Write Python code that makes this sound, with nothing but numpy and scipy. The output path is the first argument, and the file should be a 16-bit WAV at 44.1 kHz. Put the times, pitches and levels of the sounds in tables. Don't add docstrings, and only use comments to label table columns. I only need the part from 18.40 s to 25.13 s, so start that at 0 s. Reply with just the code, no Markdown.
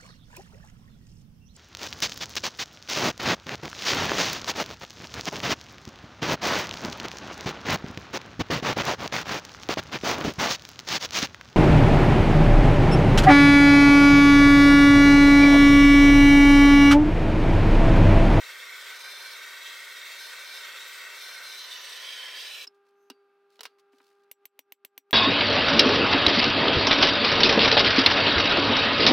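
import sys
import numpy as np
from scipy import signal
from scipy.fft import rfft, irfft, next_fast_len
from scipy.io import wavfile
from scipy.ndimage import uniform_filter1d, minimum_filter1d, map_coordinates

SR = 44100
rng = np.random.default_rng(int(sys.argv[2]) if len(sys.argv) > 2 else 0)


def store_wav(level_fs):
    pcm = np.round(np.clip(np.atleast_2d(level_fs), -1, 1) * 32767)
    wavfile.write(sys.argv[1], SR, pcm.T.astype(np.int16))


N = 296790
TIME_S = np.arange(N) / SR

# freq_hz, correlation
STEREO_CORRELATION = [(100, 0.93), (300, 1), (550, 0.93), (1100, 0.99), (2200, 0.9), (4000, 0.74),
                      (8000, 0.78), (14000, 0.92)]
# freq_hz, density_db
AIR_SPECTRUM = [(30, -31.5), (100, -25.5), (190, -7), (300, 1.5), (520, -3), (720, -4), (1000, -1.5),
                (1350, 2.5), (1800, -6), (2700, -8), (4500, -14.5), (7000, -26.5), (16000, -28.5)]
# freq_hz, level_db
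HUM_PARTIALS = [(400.9, -69), (801.8, -79), (1202.7, -80.5), (1384, -90), (1583, -87), (1604, -85),
                (2003, -99.5), (2218, -102.5), (2406, -99), (2632, -94)]

# start_s, hold_s, level_db
GLOVE_STROKES = [(4.348, 0.019, -83), (4.452, 0.059, -81), (5.102, 0.16, -74), (5.388, 0.01, -70.5),
                 (5.526, 0.2, -75), (5.748, 0.096, -85)]
# freq_hz, density_db
RUB_SPECTRUM = [(200, -21), (600, -8), (2500, -4.5), (4500, -0.5), (7000, -9.5), (15000, -16)]
# start_s, level_db, t60_s, treble_db, thump_db, ring_db
GLOVE_PATS = [(5.385, -75, 0.071, 6, -7, -10), (5.533, -72, 0.049, -22, 17, -12),
              (5.602, -64.5, 0.05, -27, 5, -25), (5.713, -75, .025, 2, -8, -10)]
# start_s, level_db, t60_s, treble_db, thump_db, ring_db
TORCH_KNOCKS = [(4.2695, -54.5, 0.051, 8, -4, -6), (4.7002, -41, 0.036, 7, 2, 10),
                (4.716, -59.5, 0.024, -10, 8, -10), (5.1925, -48, 0.029, -9, 1, -9),
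                (5.2075, -34, 0.035, 8.5, -20, -10), (5.2323, -39.5, 0.054, 12, -17, -10),
                (5.2536, -30, 0.051, 3, -19, -1)]
# freq_hz, density_db
KNOCK_SPECTRUM = [(100, -14.5), (230, -20), (500, -6.5), (900, 0), (1500, 1), (2050, 0), (2950, 1),
                  (3500, -0.5), (4100, 1.5), (5200, -1), (6800, -12), (11500, -16), (16000, -19)]
# freq_hz, gain_db, t60_s
BOTTLE_MODES = [(448, -17, 0.12), (978, -12.5, 0.032), (1300, -17, 0.092), (1600, -16.5, 0.06),
                (2810, -11, 0.065), (2996, -4.5, 0.033), (3810, -11, 0.032), (3900, -3, .035)]
# freq_hz, gain_db, t60_s
NOZZLE_MODES = [(4635, -38.5, 0.34)]
# freq_hz, gain_db, t60_s
BENCH_MODES = [(240, -14, 0.06), (278, -9.5, 0.075), (377, -9, 0.043), (732, -15, 0.05)]
# freq_hz, density_db
SIGH_SPECTRUM = [(3000, -30), (5600, -12), (6300, 0), (7100, -20), (11000, -19), (12700, -8), (14500, -20)]
# time_s, pitch_hz, level_db
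SQUEAK_CURVE = [(4.269, 5550, -79), (4.273, 5480, -46), (4.276, 5310, -33.5), (4.281, 5230, -44.5),
                (4.29, 5250, -68), (4.33, 5250, -100)]

# start_s, level_db, head_db, edge_db, knock_db, casting_low_db, casting_high_db
HAMMER_TAPS = [(5.9143, -14, 3, 2, 0.5, -5, 1), (6.055, -11.5, 3.5, -5, -7, -20, -4.5),
               (6.1917, -11.5, -1.5, -16, 5.5, -1, -8), (6.3222, -10.5, 2.5, -19, 2, -24, -6),
               (6.4492, -9.5, 0, -12.5, -0.5, -17, -6), (6.5782, -9, 2.5, -15.5, 4, -3, -7.5),
               (6.709, -13, 1.5, -13, 2, -18, -3)]
# freq_hz, density_db
CRACK_SPECTRUM = [(100, -29), (200, -13.5), (330, -5), (700, -4), (1000, -2.5), (1400, -9.5), (2200, 2),
                  (3000, 2.5), (4200, -3), (5400, -6), (8000, -8.5), (12000, -5.5), (16000, -13)]
# freq_hz, gain_db, t60_s
HAMMER_HEAD_MODES = [(3080, -28, .02), (5960, -29, .02), (6270, -28, .022), (11870, -18, .03),
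                     (12600, -15, .022), (13640, -15, .022), (13850, -16, .022), (14550, -24, .022),
                     (14950, -21, .028), (15170, -25, .022)]
# freq_hz, gain_db, t60_s
HAMMER_EDGE_MODES = [(9080, -16, .018), (9420, -18, .026), (9950, -19, .02), (10290, -23, .032)]
# freq_hz, gain_db, t60_s
CASTING_KNOCK_MODES = [(278, -37.5, 0.06), (503, -34.5, 0.015), (880, -35, 0.014), (2090, -16, 0.006),
                       (2790, -42, 0.0083), (3650, -39, 0.0083), (4450, -29, 0.011)]
# freq_hz, gain_db, t60_s
CASTING_RING_MODES = [(5771, -30, .075), (7704, -31, .08)]

# freq_hz, density_db
FLAME_SPECTRUM = [(30, -114), (140, -113.5), (220, -105), (290, -94), (400, -86.5), (540, -77), (790, -85),
                  (1150, -76), (1400, -72), (2200, -73), (4000, -79), (7000, -88.5), (11000, -93),
                  (15700, -99.5)]
# centre_hz, width_hz, gain_db
FLANK_BANDS = [(810, 110, -3), (928, 69, 5), (1052, 83, -7.5), (1094, 330, 4), (1560, 223, 7),
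               (1667, 124, -11.5), (1910, 80, 3), (2022, 153, -5), (2157, 596, 9), (2679, 184, 15),
               (2732, 544, -12), (3355, 80, 2.5), (3490, 164, -6), (3680, 140, 2), (3610, 1500, 7),
               (3845, 124, 3.5), (3930, 176, -4), (4490, 100, -7.5), (4545, 160, 3.5), (5100, 120, -1),
               (5700, 290, 4.5), (6100, 140, -11), (6830, 280, -6.5), (7550, 4900, 9), (7710, 99, -9),
               (8300, 200, 1), (9320, 260, -10), (11600, 460, -0.5), (13870, 3700, 10), (13800, 550, 5),
               (15550, 500, 5.5)]
ROCKER_POCKET_BANDS = [(922, 35, 10), (1562, 190, 7), (1666, 99, -12.5), (1950, 74, 5.5), (2000, 92, -8),
                       (2385, 1020, 5.5), (2557, 153, -20), (2690, 91, 1), (2834, 120, -11),
                       (3620, 170, 10.5), (3970, 130, 10), (4160, 180, 8.5), (4400, 130, -3.5),
                       (4480, 140, 3.5), (4700, 200, -12), (5230, 1940, 10), (5540, 150, -7),
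                       (5750, 200, 2.5), (6000, 100, -9), (6350, 350, 5.5), (6770, 430, -3.5),
                       (7550, 91, 7.5), (8480, 640, 7.5), (9900, 390, 4), (10260, 150, -10),
                       (11600, 120, -7), (12640, 5200, 8), (13900, 400, 2.5), (15500, 600, 3.5)]
OVER_RIM_BANDS = [(875, 3300, -6), (990, 69, 10), (1640, 58, -23), (1850, 130, 3), (2460, 170, 2.5),
                  (2470, 110, -12), (2990, 104, 12), (3520, 48, -3), (3620, 290, 7.5), (4000, 130, 11),
                  (4630, 150, 6.5), (4900, 270, -7), (5260, 2000, 5.5), (5900, 200, 9), (6300, 100, 3),
                  (6840, 280, -5), (8240, 900, 8), (10100, 360, -1), (11100, 420, -12), (12240, 3100, 4.5),
                  (12600, 230, -8.5), (15520, 190, 8.5)]
HELD_CLEAR_BANDS = [(1030, 110, 9), (1220, 350, -7), (1603, 59, -17), (1940, 680, 4.5), (2700, 100, 7),
                    (3070, 180, 7.5), (3190, 360, 8.5), (3420, 110, 2.5), (3860, 480, 7.5), (4070, 80, -13),
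                    (4700, 1440, 8), (5370, 320, 6), (5820, 240, 9.5), (6150, 130, -4), (6430, 210, 11),
                    (6820, 300, -5), (7550, 550, -9.5), (8160, 2000, 7), (10070, 260, 5.5),
                    (12000, 430, 4.5), (13350, 1900, 5.5), (14040, 500, 0), (15300, 700, 9)]
SWUNG_ASIDE_BANDS = [(554, 120, 0), (1250, 130, -9), (1580, 130, -11), (2100, 260, -8.5), (2330, 250, 5.5),
                     (2690, 330, 8.5), (3030, 130, 13.5), (3350, 220, 11), (3940, 420, 12),
                     (4820, 400, 8.5), (5650, 800, 9.5), (6760, 1100, 4), (8540, 2200, 7),
                     (13800, 2800, 10.5)]
BANDS_BY_AIM = (FLANK_BANDS, ROCKER_POCKET_BANDS, OVER_RIM_BANDS, HELD_CLEAR_BANDS, SWUNG_ASIDE_BANDS)
# roar_db, hiss_db
BURN_BY_AIM = [(-43, -46.5), (-43.5, -44), (-46, -43), (-44, -42.5), (-45, -43.5)]
# arrive_s, leave_s
POCKET_PASSES = [(0.56, 0.96), (1.79, 1.91), (2.04, 2.21), (2.788, 3)]
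# time_s, aim
LIFT_CURVE = [(3.03, 0.58), (3.21, 1.73), (3.5, 2.1), (3.7, 3), (4.04, 3.07), (4.13, 3.97)]
# centre_s, length_s, gain_db
RIM_DIPS = [(3.235, 0.047, -14), (3.39, 0.057, -19)]
# centre_s, pitch_hz, gain_db
JET_SWELLS = [(0.462, 3050, 3.5), (.65, 4000, -0.5), (1.17, 3580, 2), (1.28, 3300, 5.5), (1.27, 3850, 4),
              (1.671, 3350, 3.5), (1.69, 3800, 1.5), (2.14, 4170, 3.5), (2.16, 5060, 2), (2.28, 3130, 7),
              (2.39, 3650, 7), (3.19, 4000, 3.5), (3.33, 3500, 3.5), (3.53, 3800, 2.5), (3.7, 3300, 4),
              (3.84, 3150, 4), (4.02, 3000, 2), (4.03, 4850, 5), (4.12, 3950, 3.5), (4.15, 3220, 4),
              (4.2, 2450, 2.5)]
# time_s, gain_db
ROAR_FADE = [(3.9, -2), (4.07, -3.5), (4.14, -3.5), (4.21, -5.5)]


def from_db(db):
    return 10 ** (np.asarray(db) / 20)


def unit_rms(x):
    return x / np.sqrt(np.mean(x ** 2) + 1e-20)


def at_time(rows, time_s=TIME_S):
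    knots_s, *columns = np.transpose(rows)
    return [np.interp(time_s, knots_s, column) for column in columns]


def at_hz(points, hz):
    knots_hz, values = np.transpose(points)
    return np.interp(np.log(hz + 1e-3), np.log(knots_hz), values)


def drift(rate_hz, time_s=TIME_S):
    return map_coordinates(rng.standard_normal(2048), [time_s * rate_hz], order=3, mode="wrap")


def bells(rows, axis):
    return sum(height * 2 ** -np.minimum((2 * (axis - centre) / width) ** 2, 32)
               for centre, width, height in rows)


def coloured(x, spectrum):
    size = next_fast_len(N + 8192, True)
    gain = unit_rms(from_db(at_hz(spectrum, np.arange(size // 2 + 1) * SR / size)))
    cepstrum = irfft(np.log(gain), size)
    cepstrum[1:size // 2] *= 2
    cepstrum[size // 2 + 1:] = 0
    return irfft(rfft(x, size) * np.exp(rfft(cepstrum)), size)[..., :N]


def split(x, hz):
    return [signal.sosfiltfilt(signal.butter(4, hz, kind, fs=SR, output="sos"), x)
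            for kind in ("low", "high")]


def stereo_noise():
    size = next_fast_len(N, True)
    mid, side = rfft(rng.standard_normal((2, size)))
    correlation = np.clip(at_hz(STEREO_CORRELATION, np.arange(len(mid)) * SR / size), 0, 1)
    spectrum = np.sqrt(1 + correlation) * mid + np.sqrt(1 - correlation) * side * [[1], [-1]]
    return unit_rms(irfft(spectrum, size)[:, :N])


def clicks(start_s, level_db):
    out = np.zeros(N)
    out[np.round(start_s * SR).astype(int)] = from_db(level_db)
    return out


def decays(start_s, level_db, t60_s):
    out = np.zeros(N)
    for onset_s, peak_db, decay_s in np.broadcast(start_s, level_db, t60_s):
        first = round(onset_s * SR)
        age_s = TIME_S[:min(N - first, SR // 2)]
        out[first:first + len(age_s)] += from_db(peak_db - 60 * age_s / decay_s)
    return out


def struck(modes, start_s, level_db, spread_db):
    out = np.zeros(N)
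    for k, (hz, gain_db, t60_s) in enumerate(modes):
        radius, angle = np.exp(-np.log(1000) / (t60_s * SR)), 2 * np.pi * hz / SR
        feedback = [1, -2 * radius * np.cos(angle), radius ** 2]
        drive = clicks(start_s, level_db + gain_db + spread_db * rng.standard_normal(len(start_s)))
        out += (-1) ** k * signal.lfilter([0, np.sin(angle)], feedback, drive + 1e-18)
    return out


def gas_flow(shut_s=4.246, t60_s=0.04):
    return np.exp(-np.log(1000) * np.clip(TIME_S - shut_s, 0, 1) / t60_s)


def workshop(waver_hz=0.492, torch_off_db=2.5, torch_on_db=-2.5, air_db=-76.5):
    wander_s = np.cumsum(waver_hz * drift(4.5)) / SR / HUM_PARTIALS[0][0]
    hum = 0
    for hz, level_db in HUM_PARTIALS:
        amplitude = np.sqrt(2) * from_db(level_db + 1.2 * drift(17))
        hum += amplitude * np.sin(2 * np.pi * (hz * (TIME_S + wander_s) + rng.random()))
    hum_db = torch_off_db + (torch_on_db - torch_off_db) * gas_flow()
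    return hum * from_db(hum_db) + from_db(air_db) * coloured(stereo_noise(), AIR_SPECTRUM)


def glove(grain_db=5.0, attack_s=0.0073, t60_s=0.071):
    strokes = 0
    for start_s, hold_s, level_db in GLOVE_STROKES:
        attack = np.clip((TIME_S - start_s) / attack_s + 1, 0, 1)
        release = np.exp(-np.log(1000) * np.clip(TIME_S - start_s - hold_s, 0, 1) / t60_s)
        strokes += from_db(level_db) * attack * release
    return strokes * from_db(grain_db * drift(220)) * coloured(stereo_noise(), RUB_SPECTRUM)


def nozzle_sigh(level_db=-83, centre_s=4.635, length_s=0.12):
    swell = bells([(centre_s, length_s, 1)], TIME_S)
    return coloured(stereo_noise(), SIGH_SPECTRUM) * from_db(level_db) * swell


def valve_squeak(rough_hz=130):
    pitch_hz, level_db = at_time(SQUEAK_CURVE)
    sounding = (TIME_S > SQUEAK_CURVE[0][0]) & (TIME_S < SQUEAK_CURVE[-1][0])
    phase = 2 * np.pi * np.cumsum(pitch_hz + rough_hz * drift(700)) / SR
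    return from_db(level_db) * np.sin(phase) * sounding


def knocks(rows, split_hz, burst_db, tail_db, tail_t60_s, low_cut_hz=190):
    start_s, level_db, t60_s, treble_db, thump_db, ring_db = np.transpose(rows)
    body, treble = split(stereo_noise(), split_hz)
    burst = body * decays(start_s, level_db + burst_db, t60_s)
    burst += treble * decays(start_s, level_db + treble_db, 0.8 * t60_s)
    tail = stereo_noise() * decays(start_s, level_db + tail_db, tail_t60_s)
    rings = (struck(BOTTLE_MODES, start_s, level_db, spread_db=-5.5)
             + struck(NOZZLE_MODES, start_s, level_db + ring_db, spread_db=1)
             + struck(BENCH_MODES, start_s, level_db + thump_db, spread_db=-4))
    low_cut = signal.butter(4, low_cut_hz, "high", fs=SR, output="sos")
    return signal.sosfilt(low_cut, coloured(burst + tail, KNOCK_SPECTRUM) + rings)


def hammer(crack_db=4.0, scatter_db=-17, tail_db=-27, sizzle_db=-34, stereo_phase_rad=0.18):
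    start_s, level_db, head_db, edge_db, knock_db, *casting_db = np.transpose(HAMMER_TAPS)
    scatter = decays(start_s, level_db + scatter_db, t60_s=0.013)
    tail = decays(start_s, level_db + tail_db, t60_s=0.059)
    impulses = clicks(start_s, level_db + crack_db)
    crack = coloured(impulses + (scatter + tail) * stereo_noise(), CRACK_SPECTRUM)
    sizzle = split(stereo_noise(), hz=11500)[1] * decays(start_s, level_db + sizzle_db, t60_s=0.072)
    ring = struck(HAMMER_HEAD_MODES, start_s, level_db + head_db, spread_db=2)
    ring += struck(HAMMER_EDGE_MODES, start_s, level_db + edge_db, spread_db=2)
    phase_shift = np.exp(1j * stereo_phase_rad * np.array([[1], [-1]]))
    head = np.real(signal.hilbert(ring, next_fast_len(N))[:N] * phase_shift)
    casting = sum(struck([mode], start_s, level_db + share_db, spread_db=0)
                  for mode, share_db in zip(CASTING_RING_MODES, casting_db))
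    knock = struck(CASTING_KNOCK_MODES, start_s, level_db + knock_db, spread_db=3)
    return crack + sizzle + head + casting + knock


def flame_aim(time_s, travel_s=0.15):
    passes = 0
    for arrive_s, leave_s in POCKET_PASSES:
        inside_s = np.minimum(time_s - arrive_s, leave_s - time_s)
        passes += np.sin(np.pi / 2 * np.clip(inside_s / travel_s + .5, 0, 1)) ** 2
    lift = (time_s > LIFT_CURVE[0][0]) * at_time(LIFT_CURVE, time_s)[0]
    return np.clip(np.maximum(passes, lift), 0, len(BURN_BY_AIM) - 1)


def moving_echoes(hz, time_s, aim, count=8, echo_db=-11):
    reflection = from_db(echo_db) * hz / np.hypot(hz, 6000)
    response = 1
    for lag_s in np.geomspace(.0007, .007, count) * rng.uniform(.85, 1.15, count):
        delay_s = lag_s + rng.uniform(-.00025, .00025) * aim + .00007 * drift(6, time_s)
        response += reflection * np.exp(-2j * np.pi * hz * delay_s)
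    return response


def jet(swell_s, swell_width_hz=420, notch_hz=8450, notch_width_hz=1300):
    bins_hz, time_s, frames = signal.stft(stereo_noise(), SR, nperseg=2048, noverlap=1536)
    hz = bins_hz[:, None]
    aim = flame_aim(time_s)
    shifted_hz = hz / (1 + .003 * drift(6, time_s))
    shape_db = at_hz(FLAME_SPECTRUM, hz)
    for k, bands in enumerate(BANDS_BY_AIM):
        share = np.clip(1 - abs(aim - k), 0, 1)
        shape_db = shape_db + share * np.interp(shifted_hz, bins_hz, bells(bands, bins_hz))
    shape_db += bells([(notch_hz, notch_width_hz, 1)], hz) * bells(RIM_DIPS, time_s)
    for centre_s, pitch_hz, gain_db in JET_SWELLS:
        swell = bells([(centre_s, swell_s, 1)], time_s)
        shape_db += bells([(pitch_hz, swell_width_hz, gain_db)], hz) * swell
    frames = frames * from_db(shape_db) * moving_echoes(hz, time_s, aim)
    return signal.istft(frames, SR, nperseg=2048, noverlap=1536)[1][:, :N]


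def torch(split_hz=2620, flutter_db=0.76, swell_s=0.11, swell_share=0.21):
    bands = split(jet(swell_s), split_hz)
    aim = flame_aim(TIME_S)
    roar_db, hiss_db = [np.interp(aim, np.arange(len(db)), db) for db in np.transpose(BURN_BY_AIM)]
    roar_db += at_time(ROAR_FADE)[0]
    hiss_db += swell_share * bells([(centre_s, swell_s, db) for centre_s, _, db in JET_SWELLS], TIME_S)
    sway_db = 0.5 * drift(9)
    burn = 0
    for band, level_db in zip(bands, (roar_db + sway_db, hiss_db - sway_db)):
        running_rms = np.sqrt(uniform_filter1d(np.mean(band ** 2, axis=0), size=SR // 5))
        burn += band / running_rms * from_db(level_db + flutter_db * drift(60))
    balance_db = np.interp(aim, [1, 2], [-.25, -.85])
    return burn * gas_flow() * from_db(balance_db * np.array([[.5], [-.5]]))


def scene():
    put_away = valve_squeak() + nozzle_sigh()
    put_away += knocks(TORCH_KNOCKS, split_hz=5650, burst_db=2, tail_db=-25, tail_t60_s=0.14)
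    hand = glove() + knocks(GLOVE_PATS, split_hz=2600, burst_db=12, tail_db=-37, tail_t60_s=0.15)
    return torch() + put_away * from_db([[-.6], [.6]]) + hand + hammer() + workshop()


def limiter(x, ceiling_db=-27.5, hold_s=0.0089, release_db_per_s=140):
    over_db = np.maximum(20 * np.log10(np.max(abs(x), axis=0) + 1e-9) - ceiling_db, 0)
    hold_samples = 2 * int(hold_s * SR / 2) + 1
    held_db = -minimum_filter1d(-over_db, hold_samples, origin=hold_samples // 2)
    ramp_db = release_db_per_s * TIME_S
    cut_db = np.maximum.accumulate(held_db + ramp_db) - ramp_db
    lookahead_db = -minimum_filter1d(-cut_db, size=45)
    return x * from_db(-uniform_filter1d(lookahead_db, size=45))


def record(dry):
    cutoff_hz = 16100
    return signal.sosfilt(signal.ellip(10, .1, 80, cutoff_hz, fs=SR, output="sos"), limiter(dry))


dry = scene()
out = record(dry)
store_wav(out)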